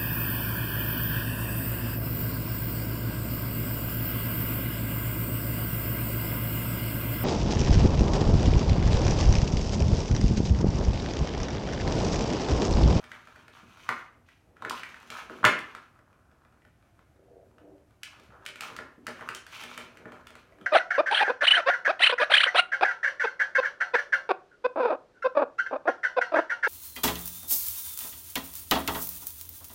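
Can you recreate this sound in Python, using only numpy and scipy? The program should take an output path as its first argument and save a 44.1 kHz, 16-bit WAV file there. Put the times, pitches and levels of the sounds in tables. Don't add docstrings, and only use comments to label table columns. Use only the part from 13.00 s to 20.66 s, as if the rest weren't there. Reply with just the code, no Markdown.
import sys
import numpy as np
from scipy import signal
from scipy.fft import rfft, irfft, next_fast_len
from scipy.io import wavfile
from scipy.ndimage import uniform_filter1d

SR = 44100
rng = np.random.default_rng(int(sys.argv[2]) if len(sys.argv) > 2 else 0)


def wav_out(sig):
    wavfile.write(sys.argv[1], SR, np.round(np.clip(np.atleast_2d(sig).T, -1, 1) * 32767).astype(np.int16))


def invert_db(level):
    return 10 ** (np.asarray(level, dtype=float) / 20)


N = 337785

# (frequency [Hz], density [dB per Hz])
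HUM_COLOUR = [(15, -25), (25, -15), (64, 3.5), (97, 3.5), (206, -7.5), (335, -7.5), (439, -24.5),
              (677, -10), (936, -19), (1480, -19), (3430, -31.5), (12200, -35.5), (16000, -44)]
# (time [s], held [s], ball in track [dB], harshness as scrape re ball [dB])
SLIDES = [(0, 0.17, -55, -3.5), (.25, 0.17, -60.5, -0.5), (.53, 0.33, -61.5, 0.5), (.8, 0.13, -61.5, 3.5),
          (0.898, 0.058, -43.5, -7), (1.29, 0.017, -72.5, 10), (1.61, 0.16, -59.5, -1),
          (1.75, 0.024, -55, 8.5), (1.86, .22, -59, 1), (2.13, 0.056, -43, -3.5), (2.3, 0.35, -58, -1),
          (2.68, 0.055, -55, -5.5), (2.76, 0.031, -66.5, 4.5), (2.848, .75, -71, -16),
          (3.65, .6, -81.5, -2), (5.07, 0.16, -63, 1), (5.289, 0.14, -61, -17), (5.46, 0.11, -62.5, -2),
          (5.621, 0.028, -46, 0), (5.73, .11, -56.5, -9.5), (6.079, 0.06, -60, 4), (6.2, 0.021, -47, -11.5),
          (6.28, 0.064, -53, -7), (6.52, 0.026, -49.5, 8.5), (6.59, 0.031, -52.5, 7.5),
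          (6.7, 0.086, -52.5, 5), (6.79, 0.039, -57, -23), (6.9, 0.3, -58, -9), (7.37, 0.028, -63, 1),
          (7.47, .2, -67.5, -6)]
# (frequency [Hz], width [Hz], level [dB])
TRACK_MODES = [(1150, 33, -1), (1350, 550, 19), (1650, 220, 16), (2000, 520, -13)]
# (frequency [Hz], density [dB per Hz])
SCRAPE_COLOUR = [(1800, -7), (2500, 1.5), (3200, -2), (4300, -8.5), (5500, -16)]
# (frequency [Hz], density [dB per Hz])
FIBRE_COLOUR = [(4500, -9.5), (6000, 4), (8000, -7.5), (12000, -7.5), (16000, -15)]
# (time [s], held [s], level [dB])
SHOVES = [(0, .04, -58.5), (.12, .75, -69), (.97, 0.15, -65), (1.521, .55, -63.5), (2.28, 0.32, -56.5),
          (2.5, 0.028, -43), (2.8, .7, -71.5), (4.618, 0.096, -62.5), (5.64, 0.18, -54),
          (6.15, 0.19, -56.5), (6.58, 0.62, -58.5), (6.97, 0.14, -57.5), (7.17, 0.31, -70.5),
          (7.62, .05, -62.5)]
# (frequency [Hz], width [Hz], level [dB])
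BASE_MODES = [(151.6, 97, 6.5), (244, 36, 6), (350.5, 110, -11.5), (510, 88, -5.5), (694, 930, -4)]
# (delay [s], level [dB])
ECHOES = [
    (.009, -20),
    (.015, -11),
    (.026, -13.5),
    (.035, -10),
]
# (frequency [Hz], T60 [s], level [dB])
ROOM_TAIL = [(124.3, 0.053, -13), (370, 0.36, 11), (1000, 0.42, 2), (2170, 0.44, 4.5), (4300, 0.36, 3.5),
             (9300, 0.27, 4.5), (13050, 0.21, 0.5)]
# (time [s], wall ring [dB], ring pitch [Hz], weight as thud re ring [dB], hardness as clack re ring [dB])
BATS = [(0.04, -41.5, 1510, -14.5, -7.5), (0.116, -30.5, 1600, -25, -14.5), (0.272, -39, 1350, -17, -17),
        (0.359, -39, 1560, -16, -16), (0.48, -40, 1410, -15.5, -11.5), (0.89, -13.5, 1196, -22.5, -19),
        (1.287, -46, 1615, -45, -13), (1.567, -45.5, 1380, -31, -17), (1.622, -25.5, 1080, -17.5, -23.5),
        (1.649, -23.5, 1446, -15.5, -20.5), (1.696, -34.5, 1530, -11, 5.5), (1.708, -21.5, 1040, -22, -34),
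        (1.795, -40.5, 1080, -11.5, -6), (1.833, -28.5, 1600, -40, -13), (1.889, -49, 1560, -32, -1.5),
        (1.943, -37, 1560, -37, -16), (2, -52.5, 1350, -19, 0), (2.102, -36.5, 1380, -10.5, -0.5),
        (2.169, -31.5, 1300, -43, -18), (2.297, -33, 1280, -13.5, -22.5), (2.589, -30, 1640, -30, -9),
        (2.749, -31, 1350, -19, -14)]
# (time [s], wall ring [dB], ring pitch [Hz])
TAPS = [(0.164, -65, 1560), (2.989, -50.5, 1255), (3.128, -53.5, 1148), (3.314, -53.5, 1264),
        (3.449, -53.5, 1460), (3.524, -56.5, 1280), (3.619, -57, 1940), (3.65, -49, 1530),
        (3.825, -56.5, 1226), (3.991, -51, 1126), (4.163, -61.5, 1376), (4.513, -58.5, 969),
        (4.582, -48.5, 1290), (4.78, -56.5, 934), (4.907, -53.5, 1214), (5.262, -55.5, 1550),
        (7.216, -55, 1520), (7.492, -61.5, 1350), (7.522, -54, 1960), (7.585, -50, 1330),
        (7.612, -42, 1370)]
# (time [s], level [dB], pitch [Hz])
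PAWS = [
    (0.428, -58, 99),
    (0.63, -56, 210),
    (0.668, -56.5, 124),
    (1.66, -51, 310),
    (2.302, -49.5, 335),
    (2.344, -65, 333),
    (7.057, -47, 240),
    (7.615, -53, 200),
    (5.292, -46, 69),
    (5.979, -54.5, 267),
]
# (time [s], wall ring [dB], ring pitch [Hz], weight [dB], hardness [dB])
CRASH = [
    (2.43, -25, 1150, -6.5, -28.5),
    (2.441, -13.5, 1215, -38, -21.5),
    (2.443, -4, 1240, -19, -30.5),
    (2.45, -8, 1394, -36, -9),
    (2.453, -11, 1750, -10.5, -21),
    (2.46, -13.5, 2060, -44.5, -19),
]
# (time [s], wall ring [dB], ring pitch [Hz], weight [dB], hardness [dB])
SWATS = [(5.032, -32, 1720, -38.5, -1.5), (5.197, -48.5, 1140, -7, -6.5), (5.452, -49, 1450, -11.5, 1),
         (5.462, -32.5, 1550, -21.5, -2), (5.487, -44, 1420, -32, -2), (5.557, -37.5, 1460, -29, -8.5),
         (5.607, -35.5, 1320, -17, 2.5), (5.701, -36, 1150, -12, -23), (5.764, -34.5, 1350, -29, -5.5),
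         (5.788, -26, 1440, -15.5, -23.5), (6.067, -26.5, 1340, -20, -7.5), (6.08, -29, 1505, -9, -47),
         (6.209, -32.5, 1570, -11.5, -19), (6.288, -23.5, 1280, -23, -13.5), (6.348, -40.5, 2070, -16, 7.5),
         (6.465, -35.5, 1600, -26, -9.5), (6.636, -34, 1800, -15, -5.5), (6.776, -27, 1360, -16.5, -9),
         (6.971, -41, 1602, -31, -12), (7.055, -36.5, 1440, -5, -26), (7.12, -36.5, 1140, -10.5, -16.5),
         (7.269, -38.5, 1380, -35, -7), (7.304, -45, 1340, -7.5, -7.5), (7.353, -39.5, 1195, -12.5, -11)]
# (frequency [Hz], T60 [s], level [dB])
THUD_MODES = [(124, 0.07, -6), (175.7, 0.054, -5.5), (245, 0.041, -0.5), (329, 0.024, 1.5),
              (442.7, 0.044, -5), (610, 0.016, 9), (825, 0.036, 4)]
# (contact tick [dB], loss of lowest base modes [dB per dB of softer blow])
FAR_TRACK = (-6, 0.19)
NEAR_TRACK = (-3.7, 0.1)
# (time [s], held [s], level [dB], share of its deepest mode [dB])
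NUDGES = [
    (4.18, .09, -63.5, -12),
    (4.329, .1, -53.5, -25.5),
    (4.649, .1, -54, -3),
    (5.195, 0.017, -63.5, 1),
    (5.36, 0.033, -56.5, -14),
    (5.48, 0.024, -59, -11),
    (7.53, 0.0074, -58.5, -23),
    (7.615, 0.015, -56, -3),
]
# (frequency [Hz], width [Hz], level [dB])
BALL_MODES = [(400, 45, -4), (500, 40, -3), (570, 35, 0), (670, 60, -9), (900, 70, -17)]
# (frequency [Hz], width [Hz], level [dB])
DEEP_MODE = [(295, 30, 0)]

DECADES = np.log(1000)


def unit(x):
    return x / np.sqrt(np.mean(x ** 2))


def shape(x, gain):
    size = next_fast_len(len(x))
    hz = np.arange(size // 2 + 1) * SR / size + 1e-3
    return irfft(rfft(x, size) * gain(hz), size)[:len(x)]


def colour(x, points):
    hz, db = np.transpose(points)
    return shape(x, lambda f: invert_db(np.interp(np.log(f), np.log(hz), db, left=-60, right=-60)))


def body(x, modes):
    return shape(x, lambda f: sum(invert_db(db) / (1 + 1j * (f / hz - hz / f) * hz / w) for hz, w, db in modes))


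def band(x, lo_hz, hi_hz):
    return signal.sosfilt(signal.butter(3, [lo_hz, hi_hz], "band", fs=SR, output="sos"), x)


def spells(start_s, held_s, db, rise_db_s, fall_db_s, rest_db):
    t = np.arange(0, N / SR + .002, .002)[:, None]
    rise = rise_db_s * np.maximum(start_s - t, 0)
    fall = fall_db_s * np.maximum(t - start_s - held_s, 0)
    power = np.sum(invert_db(2 * (db - rise - fall)), axis=1) + invert_db(2 * rest_db)
    return np.interp(np.arange(N) / SR, t[:, 0], 10 * np.log10(power))


def grit(rate, spread_db):
    on = rng.random(N) < rate / SR
    size_db = np.minimum(spread_db * rng.exponential(size=N), 9)
    return on * rng.standard_normal(N) * invert_db(size_db)


def hum():
    waver_db = 0.5 * unit(uniform_filter1d(rng.standard_normal(N), 3000))
    return invert_db(-68.5 + waver_db) * unit(colour(rng.standard_normal(N), HUM_COLOUR))


def rolling(track_db, scrape_db, fibre_db):
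    drift = unit(uniform_filter1d(rng.standard_normal(N), 900))
    catch = invert_db(3.5 * np.clip(drift, -2, 1.2))
    contacts = catch * grit(450, 4.0)
    chatter = unit(band(body(contacts, TRACK_MODES), 630, 1500))
    scrape = unit(colour(contacts + 0.86 * catch * grit(3600, 2.6), SCRAPE_COLOUR))
    brush = unit(colour(0.13 * contacts + catch * grit(7200, 6.6), FIBRE_COLOUR))
    return invert_db(track_db - 6.0) * chatter + invert_db(scrape_db - 10.5) * scrape + invert_db(fibre_db - 10.5) * brush


def slides():
    start, held, track_db, harsh_db = np.transpose(SLIDES)

    def level(db):
        return spells(start, held, db, rise_db_s=400, fall_db_s=152.5, rest_db=-90)

    brush_db = track_db - 8 + 0.9 * harsh_db
    return rolling(level(track_db), level(track_db + harsh_db), level(brush_db))


def shoves():
    db = spells(*np.transpose(SHOVES), rise_db_s=93, fall_db_s=109, rest_db=-76.5)
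    return invert_db(db - 11.5) * unit(band(body(grit(400, 9.0), BASE_MODES), 110, 900))


def room():
    t = np.arange(SR) / SR
    centres = np.log([hz for hz, _, _ in ROOM_TAIL])
    tail, early = 0, np.zeros(SR)
    for k, (_, t60, db) in enumerate(ROOM_TAIL):
        this_band = np.arange(len(ROOM_TAIL)) == k
        noise = shape(rng.standard_normal(SR), lambda f: np.interp(np.log(f), centres, this_band))
        tail = tail + invert_db(db) * noise * np.exp(-DECADES * t / t60)
    tail = tail * (1 - np.exp(-(t / 0.0043) ** 2))
    for k, (s, db) in enumerate(ECHOES):
        early[int(s * SR)] = (-1) ** k * invert_db(db)
    response = invert_db(-2) * tail / np.sqrt(np.sum(tail ** 2)) + band(early, 60, 3500)
    response[0] = 1
    return response


def ring(t, hz, db, t60, push_s, phase):
    swing = np.sin(2 * np.pi * (np.outer(hz, t) + phase[:, None]))
    decay = np.exp(-DECADES * np.outer(1 / t60, t))
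    return invert_db(db) @ (swing * decay) * np.sin(np.pi / 2 * np.minimum(t / push_s, 1)) ** 2


def blow(t, wall_hz, clack_db, tick_db, chance):
    pair_hz = wall_hz * np.array([1, 1.17])
    wall = ring(t, pair_hz, np.array([-6, -7]), np.array([.015, .012]), .0012, .2 * chance[:2])
    hz = 950 * (16000 / 950) ** (((np.arange(60) + chance[2:62]) / 60) ** .75)
    bends = np.log([950, wall_hz * 1.2, 2700, 4200, 6500, 10000, 16000])
    clack_db, tick_db = clack_db - 1.5, tick_db - 9
    bend_db = [-22, -14, clack_db, clack_db - 9.0, tick_db, tick_db - 5.0, tick_db - 9.5]
    db = np.interp(np.log(hz), bends, bend_db)
    phase = np.cumsum(.5 - .3 * chance[62:])
    return wall + ring(t, hz, db, .011 * (3000 / hz) ** .15, .0006, phase)


def knocks():
    t = np.arange(8192) / SR
    short = t[:1200]
    base, shell = np.zeros(N + len(t)), np.zeros(N + len(t))
    thud = np.array([invert_db(db) * np.sin(2 * np.pi * hz * t) * np.exp(-DECADES * t / t60)
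                     for hz, t60, db in THUD_MODES])
    thud = thud * (1 - np.exp(-t / 0.002))
    lowest = np.array(THUD_MODES)[:, 0] < 220
    taps = [(*tap, -12, -15.5) for tap in TAPS]
    blows = [(*row, *FAR_TRACK) for row in BATS + CRASH + taps]
    blows += [(*row, *NEAR_TRACK) for row in SWATS]
    for s, db, hz, thud_db, clack_db, tick_db, loss in blows:
        k = int((s + .0003) * SR)
        tick_db = tick_db + 1.1 * clack_db
        shell[k:k + len(short)] += invert_db(db + 4.5) * blow(short, hz, clack_db, tick_db, rng.random(122))
        swing = invert_db(lowest * loss * min(db + 9.5, 0))
        base[k:k + len(t)] += invert_db(db + thud_db - 0.5) * swing @ thud
    for s, db, hz in PAWS:
        k = int(s * SR)
        base[k:k + len(t)] += invert_db(db + 7.5) * np.sin(2 * np.pi * hz * t) * np.exp(-DECADES * t / 0.036)
    return (band(shell, 800, 15000) + band(base, 110, 700))[:N]


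def weave(db, deep_db):
    pace = 30 * (1 + .35 * unit(uniform_filter1d(rng.standard_normal(N), 1500)))
    strands = np.cumsum(pace / SR)
    bumps = (.45 + np.sin(np.pi * strands) ** 4) * rng.standard_normal(N)
    shell = unit(band(body(bumps, BALL_MODES), 370, 740))
    deep = unit(body(body(bumps, DEEP_MODE), DEEP_MODE))
    return invert_db(db - 2.0) * (shell + invert_db(deep_db) * deep)


def big_ball():
    start, held, db, deep_db = np.transpose(NUDGES)

    def level(level_db):
        return spells(start, held, level_db, rise_db_s=189, fall_db_s=213, rest_db=-120)

    return weave(level(db), level(db + deep_db) - level(db))


def scene():
    ball = big_ball()
    toys = knocks() + slides() + shoves() + 0.19 * ball
    return (signal.fftconvolve(toys, room())[:N] + 0.38 * ball + hum())[None]


def low_pass(x):
    return signal.sosfilt(signal.butter(12, 16720, fs=SR, output="sos"), x)


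def record(dry):
    mix = 1.023 * np.tanh(dry / 0.61)
    return low_pass(mix)


dry = scene()
out = record(dry)
wav_out(out)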